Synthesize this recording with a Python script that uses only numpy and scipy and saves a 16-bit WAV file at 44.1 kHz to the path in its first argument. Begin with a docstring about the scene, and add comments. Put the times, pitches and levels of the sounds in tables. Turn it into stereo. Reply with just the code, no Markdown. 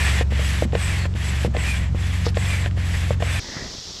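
"""An engine idles nearby while a double-action hand pump fills a kayak on a gravel bank.
On each push and pull, turbulent air rushes through the valves, at times with a breathy whistle.
At every turn the piston knocks and sets the pump body ringing; past halfway, gravel shifts under it.
At about 3.4 s the scene changes abruptly to the open river, where insects hiss in the trees,
water laps at the hull and a distant tone swells and fades."""
import sys
import numpy as np
from scipy import signal
from scipy.fft import rfft, irfft
from scipy.io import wavfile

SR = 44100
rng = np.random.default_rng(int(sys.argv[2]) if len(sys.argv) > 2 else 0)


def store_pcm(level_fs):
    """Save levels as 16-bit WAV."""
    pcm = np.round(np.clip(level_fs, -1, 1) * 32767).astype(np.int16)
    wavfile.write(sys.argv[1], SR, np.atleast_2d(pcm).T)


N = 176400
TIME, FREQ = np.arange(N) / SR, np.fft.rfftfreq(N, 1 / SR)
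SCENE_CHANGE_S, CUTOFF_HZ = 3.395, 14200

# Stereo images. Each row: frequency in Hz, left minus right in dB, side minus mid in dB.
BANK_STEREO = [(130, 0, -32), (400, -1.5, -16), (3000, -.7, -13), (13000, 3, -8)]
RIVER_STEREO = [(400, -1.5, -18), (1800, 0, -16), (3200, 2.6, -5)]
# Open-air background on the bank. Each row: frequency in Hz, relative spectral density in dB.
BANK_SPECTRUM = [(190, 1), (350, -13.5), (900, -20), (7800, -35), (9000, -44), (14000, -56)]

# Idling speed of the engine. Each row: time in seconds, cycles per second.
IDLE_SPEED = [(.25, 23.2), (1.05, 22.1), (1.35, 23.8), (1.7, 21.5), (2.45, 23.2), (3.0, 21.6), (3.4, 22.1)]
# Its two strong orders. Each row: time in seconds, level of the third in dB, of the fourth in dB.
STRONG_ORDERS = [(0, -20, -26), (.35, -19, -30.5), (1.05, -28.5, -22.5), (1.35, -22, -32), (2.05, -25, -23),
                 (3.35, -27.5, -23.5)]
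# Its weaker orders. Each row: multiple of the cycle rate, level in dB.
WEAK_ORDERS = [(2, -40.5), (5, -33.5), (6, -36.5), (7, -45), (8, -39)]

# Piston strokes. Each row: start, fastest moment and end in seconds, level at full speed in dB,
# drop at the start in dB, drop at the end in dB.
PUSH_STROKES = [(-.1, 0.029, 0.23, -25.5, 4, 5), (0.73, 0.856, 1.069, -29.5, 8.5, 6),
                (1.539, 1.691, 1.901, -30, 9, 15), (2.35, 2.524, 2.684, -30.5, 5, 6),
                (3.2, 3.341, 3.51, -29.5, 7, 10)]
PULL_STROKES = [(0.306, 0.468, 0.65, -30.5, 6.2, 2.1), (1.153, 1.27, 1.471, -33, 4.2, 0.69),
                (1.95, 2.093, 2.305, -34.5, 7, 2.06), (2.766, 2.943, 3.149, -33, 7, 4.07)]
VALVE_OPEN_S, VALVE_CLOSE_S = 0.0032, 0.007
# Rushing air. Each row: frequency in Hz, relative spectral density in dB.
JET_SPECTRUM = [(200, -10), (1450, -6), (1720, 0), (2600, -2.5), (4300, -11), (6600, -14), (8200, -16),
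                (9000, -19.5), (11300, -19.5), (14000, -35)]
# Resonances of the valves and tube. Each row: centre in Hz, width in Hz, level against the jet in dB.
TUBE_RESONANCES = [(1878, 72, -13.5), (3410, 100, -16.5), (7670, 320, -17)]
# Resonances of the outlet valve. Each row: centre when slow in Hz, centre at full speed in Hz,
# width in Hz, level against the stroke in dB.
OUTLET_RESONANCES = [(1764, 2450, 160, -8), (7330, 8400, 1000, -16.5)]
# Whistles of the flow. Each row: time of the peak in seconds, pitch in Hz, level at strong flow in dB.
FLOW_WHISTLES = [(.04, 1750, -30.5), (.84, 8030, -35), (1.025, 4340, -37), (1.61, 7830, -36.5),
                 (1.705, 2418, -29), (2.405, 7900, -41), (2.535, 2320, -29.5)]
WHISTLE_S, WHISTLE_WIDTH_SHARE, WHISTLE_FALL_OCT_PER_S = 0.028, 0.047, 1.2

# Modes of the pump body. Each row: frequency in Hz, relative level in dB, time to fall 60 dB in seconds.
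BODY_MODES = [(222, -1.5, 0.065), (346, -5.5, 0.055), (479, 2.5, 0.037), (578, -1, 0.028), (687, -4, 0.018),
              (1040, -17, 0.033), (1670, -3, 0.0029), (2350, -15, 0.012)]
# The piston hits a stop or takes up its play. Each row: start in seconds, level in dB,
# centre of the contact's spectrum in Hz.
PISTON_KNOCKS = [(0.2105, -9.5, 1200), (0.3223, -15.5, 266), (0.394, -18.5, 700), (0.6233, -7.5, 500),
                 (.652, -15.5, 205), (0.7318, -14, 780), (1.055, -12.5, 1310), (1.1519, -18.5, 267),
                 (1.4483, -7.5, 487), (1.477, -18, 200), (1.5487, -16, 649.3), (1.9475, -17.5, 268),
                 (2.2665, -10.5, 605.4), (2.661, -13.5, 1290), (2.774, -21, 352), (3.107, -8.5, 700),
                 (3.2042, -20.5, 700)]
CONTACT_WIDTH = 1.31   # bandwidth of a contact over its centre
CHATTER_DB, CHATTER_T60_S = -23.5, 0.037   # loose parts chatter after each contact
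# The handle and loose plastic parts tick at the turns. Each row: start in seconds, level in dB.
HANDLE_TICKS = [(0.7234, -26.5), (1.1394, -30), (2.345, -25), (2.6601, -16.5), (2.7112, -28)]
SNAP_LOW_HZ, SNAP_HIGH_HZ, SNAP_T60_S = 1250, 3800, 0.0082
# The valve flap slaps early in a push. Each row: start in seconds, level in dB.
FLAP_SLAPS = [(0.7516, -11), (1.5661, -13.5), (2.3704, -13), (3.2233, -12)]

# Gravel shifts. Each row: time of the peak in seconds, level in dB, Gaussian spread in seconds.
GRAVEL_CRUNCHES = [(2.262, -25.5, 0.0076), (2.289, -30.5, 0.0052)]
# Grit of the crunches. Each row: frequency in Hz, relative spectral density in dB.
GRAVEL_SPECTRUM = [(2000, -8.5), (5200, 1.5), (9000, -30)]

# Insects and water on the river. Each row: frequency in Hz, relative spectral density in dB.
INSECT_SPECTRUM = [(2400, -17.5), (3400, -5), (5500, -0.5), (7500, -14), (8700, -27.5), (14000, -36.5)]
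WATER_SPECTRUM = [(80, 1.5), (400, -6.5), (900, -13.5), (2800, -21)]
# Swell of the lapping. Each row: time in seconds, relative level in dB.
WATER_SWELL = [(3.42, -49.5), (3.54, -42.5), (3.66, -43), (3.8, -52.5)]


def from_db(db):
    """Amplitude grows tenfold for every 20 dB."""
    return 10 ** (np.asarray(db) / 20)


def rms_one(x):
    """Division by the root mean square gives a signal unit power."""
    return x / np.sqrt(np.mean(x ** 2) + 1e-20)


def in_time(rows):
    """Linear interpolation gives each column of a curve at every sample."""
    s, *columns = np.transpose(rows)
    return [np.interp(TIME, s, c) for c in columns]


def in_hz(rows):
    """Interpolation over log frequency gives each column of a spectrum at every bin."""
    hz, *columns = np.transpose(rows)
    return [np.interp(np.log(FREQ + 1), np.log(hz), c) for c in columns]


def drift(rate_hz):
    """Low-passed noise is a random fluctuation; rms 1."""
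    return rms_one(irfft(rfft(rng.standard_normal(N)) / (1 + (FREQ / rate_hz) ** 2), N))


def pan(db):
    """A level difference between left and right places a source."""
    return from_db(np.array([[1], [-1]]) * db / 2)


def noise(spectrum, image):
    """Filtering colours white noise, and an independent side signal widens it; rms 1."""
    mid, side = rfft(rng.standard_normal((2, N)))
    pan_db, side_db = in_hz(image)
    both = (mid + from_db(side_db) * side * [[1], [-1]]) * pan(pan_db)
    return rms_one(irfft(both * from_db(in_hz(spectrum)[0]), N))


def breathy_tone(hz, width_hz):
    """A narrow resonance driven by noise gives a tone of random amplitude and phase; rms 1."""
    phase = 2 * np.pi * np.cumsum(hz + np.zeros(N)) / SR
    return rms_one(drift(width_hz / 2) * np.cos(phase) + drift(width_hz / 2) * np.sin(phase))


def swell(peak_s, spread_s):
    """A Gaussian envelope rises and falls symmetrically; peak 1."""
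    return np.exp(-.5 * ((TIME - peak_s) / spread_s) ** 2)


def add(track, s, sound):
    """Superposition: a sound starting at s seconds adds to the track."""
    i = int(s * SR)
    track[i:i + len(sound)] += sound[:N - i]


def engine(waver_db=3, dispersion_rad=1.4):
    """Harmonics of the cycle rate beat together; dispersion in the pipe delays the higher ones more."""
    third_db, fourth_db = in_time(STRONG_ORDERS)
    phase = 2 * np.pi * np.cumsum(in_time(IDLE_SPEED)[0]) / SR
    orders = [(3, third_db), (4, fourth_db)]
    orders += [(round(k), db + waver_db * drift(13.7)) for k, db in WEAK_ORDERS]
    return np.sqrt(2) * sum(from_db(db) * np.cos(k * phase - dispersion_rad * k ** 2) for k, db in orders)


def airflow(strokes):
    """Valves gate a flow that arches with piston speed: gives gain, dB against full speed, speed 0-1."""
    gain, slack_db, speed = np.zeros((3, N))
    for start, fastest, end, db, start_drop_db, end_drop_db in strokes:
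        span_s = np.where(TIME < fastest, fastest - start, end - fastest)
        place = np.clip((TIME - fastest) / span_s, -1, 1)
        arch_db = -np.where(place < 0, start_drop_db, end_drop_db) * place ** 2
        opening = .5 + .5 * np.tanh((TIME - start) / VALVE_OPEN_S)
        closing = .5 + .5 * np.tanh((end - TIME) / VALVE_CLOSE_S)
        valve = opening * closing
        gain += valve * from_db(db + arch_db)
        slack_db += valve * arch_db
        speed += 1 - place ** 2
    return gain, slack_db, speed


def air_rush(flicker_db=3, wander_hz=89.2, treble_hz=4470, turbulence_db=1.14):
    """Turbulence in the valves excites wavering resonances; faster air is louder and brighter."""
    gain, slack_db, _ = airflow(PUSH_STROKES + PULL_STROKES)
    jet = noise(JET_SPECTRUM, BANK_STEREO)
    for hz, width_hz, db in TUBE_RESONANCES:
        strength = from_db(db + flicker_db * drift(28))
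        jet += strength * breathy_tone(hz + wander_hz * drift(5.6), width_hz)
    low = irfft(rfft(jet) / (1 + (FREQ / treble_hz) ** 4), N)
    treble = jet - low
    low_db, treble_db = (turbulence_db * drift(16) for _ in range(2))
    return gain * (low * from_db(low_db) + treble * from_db(treble_db + slack_db))


def outlet_valve():
    """On a push the flow excites hollow resonances, whose pitch rises with piston speed."""
    gain, _, speed = airflow(PUSH_STROKES)
    return gain * sum(from_db(db) * breathy_tone(slow_hz + (fast_hz - slow_hz) * speed ** 2, width_hz)
                      for slow_hz, fast_hz, width_hz, db in OUTLET_RESONANCES)


def whistles():
    """The flow locks briefly into an oscillation of falling pitch, which sounds only while air moves."""
    flowing = np.tanh(airflow(PUSH_STROKES + PULL_STROKES)[0] / from_db(-32))
    out = np.zeros(N)
    for s, hz, db in FLOW_WHISTLES:
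        falling_hz = hz * 2 ** (-WHISTLE_FALL_OCT_PER_S * (TIME - s))
        out += from_db(db) * swell(s, WHISTLE_S) * breathy_tone(falling_hz, WHISTLE_WIDTH_SHARE * hz)
    return flowing * out


def echoes(x, db=-20.5, t60_s=0.21):
    """Scattering from the ground and bushes returns a faint decaying tail, different on each side."""
    tail = rng.standard_normal((2, SR // 2)) * from_db(-60 * TIME[:SR // 2] / t60_s)
    tail /= np.sqrt(np.sum(tail[0] ** 2))
    return from_db(db) * signal.fftconvolve(x, tail, axes=1)[:, :N]


def soften(x):
    """The compliance of plastic makes a contact act as a low-pass filter."""
    return signal.sosfilt(signal.butter(2, SNAP_HIGH_HZ, fs=SR, output="sos"), x)


def ring(x, hz, t60):
    """A damped mode answers an impulse with an exponentially decaying sine."""
    r, w = from_db(-60 / (t60 * SR)), 2 * np.pi * hz / SR
    return signal.lfilter([0, np.sin(w)], [1, -2 * r * np.cos(w), r * r], x + 1e-18)


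def knock(contact_hz):
    """A chattering impact excites the body's modes, most strongly those near contact_hz; peak 1."""
    chatter = rng.standard_normal(SR // 5) * from_db(CHATTER_DB - 60 * TIME[:SR // 5] / CHATTER_T60_S)
    force = soften(signal.unit_impulse(len(chatter)) + chatter)
    sound = 0
    for hz, db, t60 in BODY_MODES:
        detuning = (hz / contact_hz - contact_hz / hz) / CONTACT_WIDTH
        strength = from_db(db + rng.normal(0, 1.1)) / (1 + detuning ** 4)
        sound = sound + strength * ring(force, hz, t60)
    return sound / np.abs(sound).max()


def snap():
    """Hard plastic cracks in a band of noise that is damped within milliseconds; peak 1."""
    burst = rng.standard_normal(SR // 20) * from_db(-60 * TIME[:SR // 20] / SNAP_T60_S)
    band = signal.butter(2, [SNAP_LOW_HZ, SNAP_HIGH_HZ], "band", fs=SR, output="sos")
    sound = signal.sosfilt(band, soften(burst))
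    return sound / np.abs(sound).max()


def pump_impacts(flap_hz=1130, bounce_s=0.00162, flap_snap_db=-8.5):
    """Impacts radiate transients: the piston knocks, the handle ticks, the flap slaps and rebounds."""
    out = np.zeros(N)
    for s, db, contact_hz in PISTON_KNOCKS:
        add(out, s, from_db(db) * knock(contact_hz))
    for s, db in FLAP_SLAPS:
        for delay in (0, bounce_s):
            add(out, s + delay, from_db(db) * knock(flap_hz))
            add(out, s + delay, from_db(db + flap_snap_db) * snap())
    for s, db in HANDLE_TICKS:
        add(out, s, from_db(db) * snap())
    return out * pan(db=-1.9)


def gravel(grit_db=6.4):
    """Friction between stones shifting under the pump gives short bursts of rough noise."""
    envelope = sum(from_db(db) * swell(s, spread_s) for s, db, spread_s in GRAVEL_CRUNCHES)
    return envelope * rms_one(noise(GRAVEL_SPECTRUM, BANK_STEREO) * from_db(grit_db * drift(400)))


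def insects():
    """Many incoherent calls merge into a steady hiss."""
    return from_db(-35) * noise(INSECT_SPECTRUM, RIVER_STEREO)


def water(gain_db=8.5, flutter_db=2.5):
    """Lapping at the hull is low noise, amplitude-modulated by a slow swell and a fast flutter."""
    wash = noise(WATER_SPECTRUM + [(4000, -58)], RIVER_STEREO)
    return wash * from_db(in_time(WATER_SWELL)[0] + gain_db + flutter_db * drift(85))


def distant_tone(peak_s=3.56, spread_s=0.074, db=-39.5):
    """Narrow-band noise is heard as a pitch, which swells and fades once."""
    envelope = from_db(db) / np.hypot(1, ((TIME - peak_s) / spread_s) ** 2)
    return envelope * breathy_tone(hz=1890, width_hz=420)


def scene():
    """Sources add in each place; a rapid equal-power crossfade leads from the bank to the river."""
    pump = air_rush() + outlet_valve() + whistles() + pump_impacts() + gravel()
    bank = pump + echoes(pump) + engine() + from_db(-34.5) * noise(BANK_SPECTRUM, BANK_STEREO)
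    river = water() + insects() + distant_tone()
    afloat = .5 + .5 * np.tanh((TIME - SCENE_CHANGE_S) / 0.0021)
    return np.sqrt(1 - afloat) * bank + np.sqrt(afloat) * river


def record(dry):
    """Band limiting removes the lowest rumble and the highest treble."""
    dry = signal.sosfilt(signal.butter(2, 18, "high", fs=SR, output="sos"), dry)
    return signal.sosfilt(signal.ellip(10, .3, 80, CUTOFF_HZ, fs=SR, output="sos"), dry)


dry = scene()
out = record(dry)
store_pcm(out)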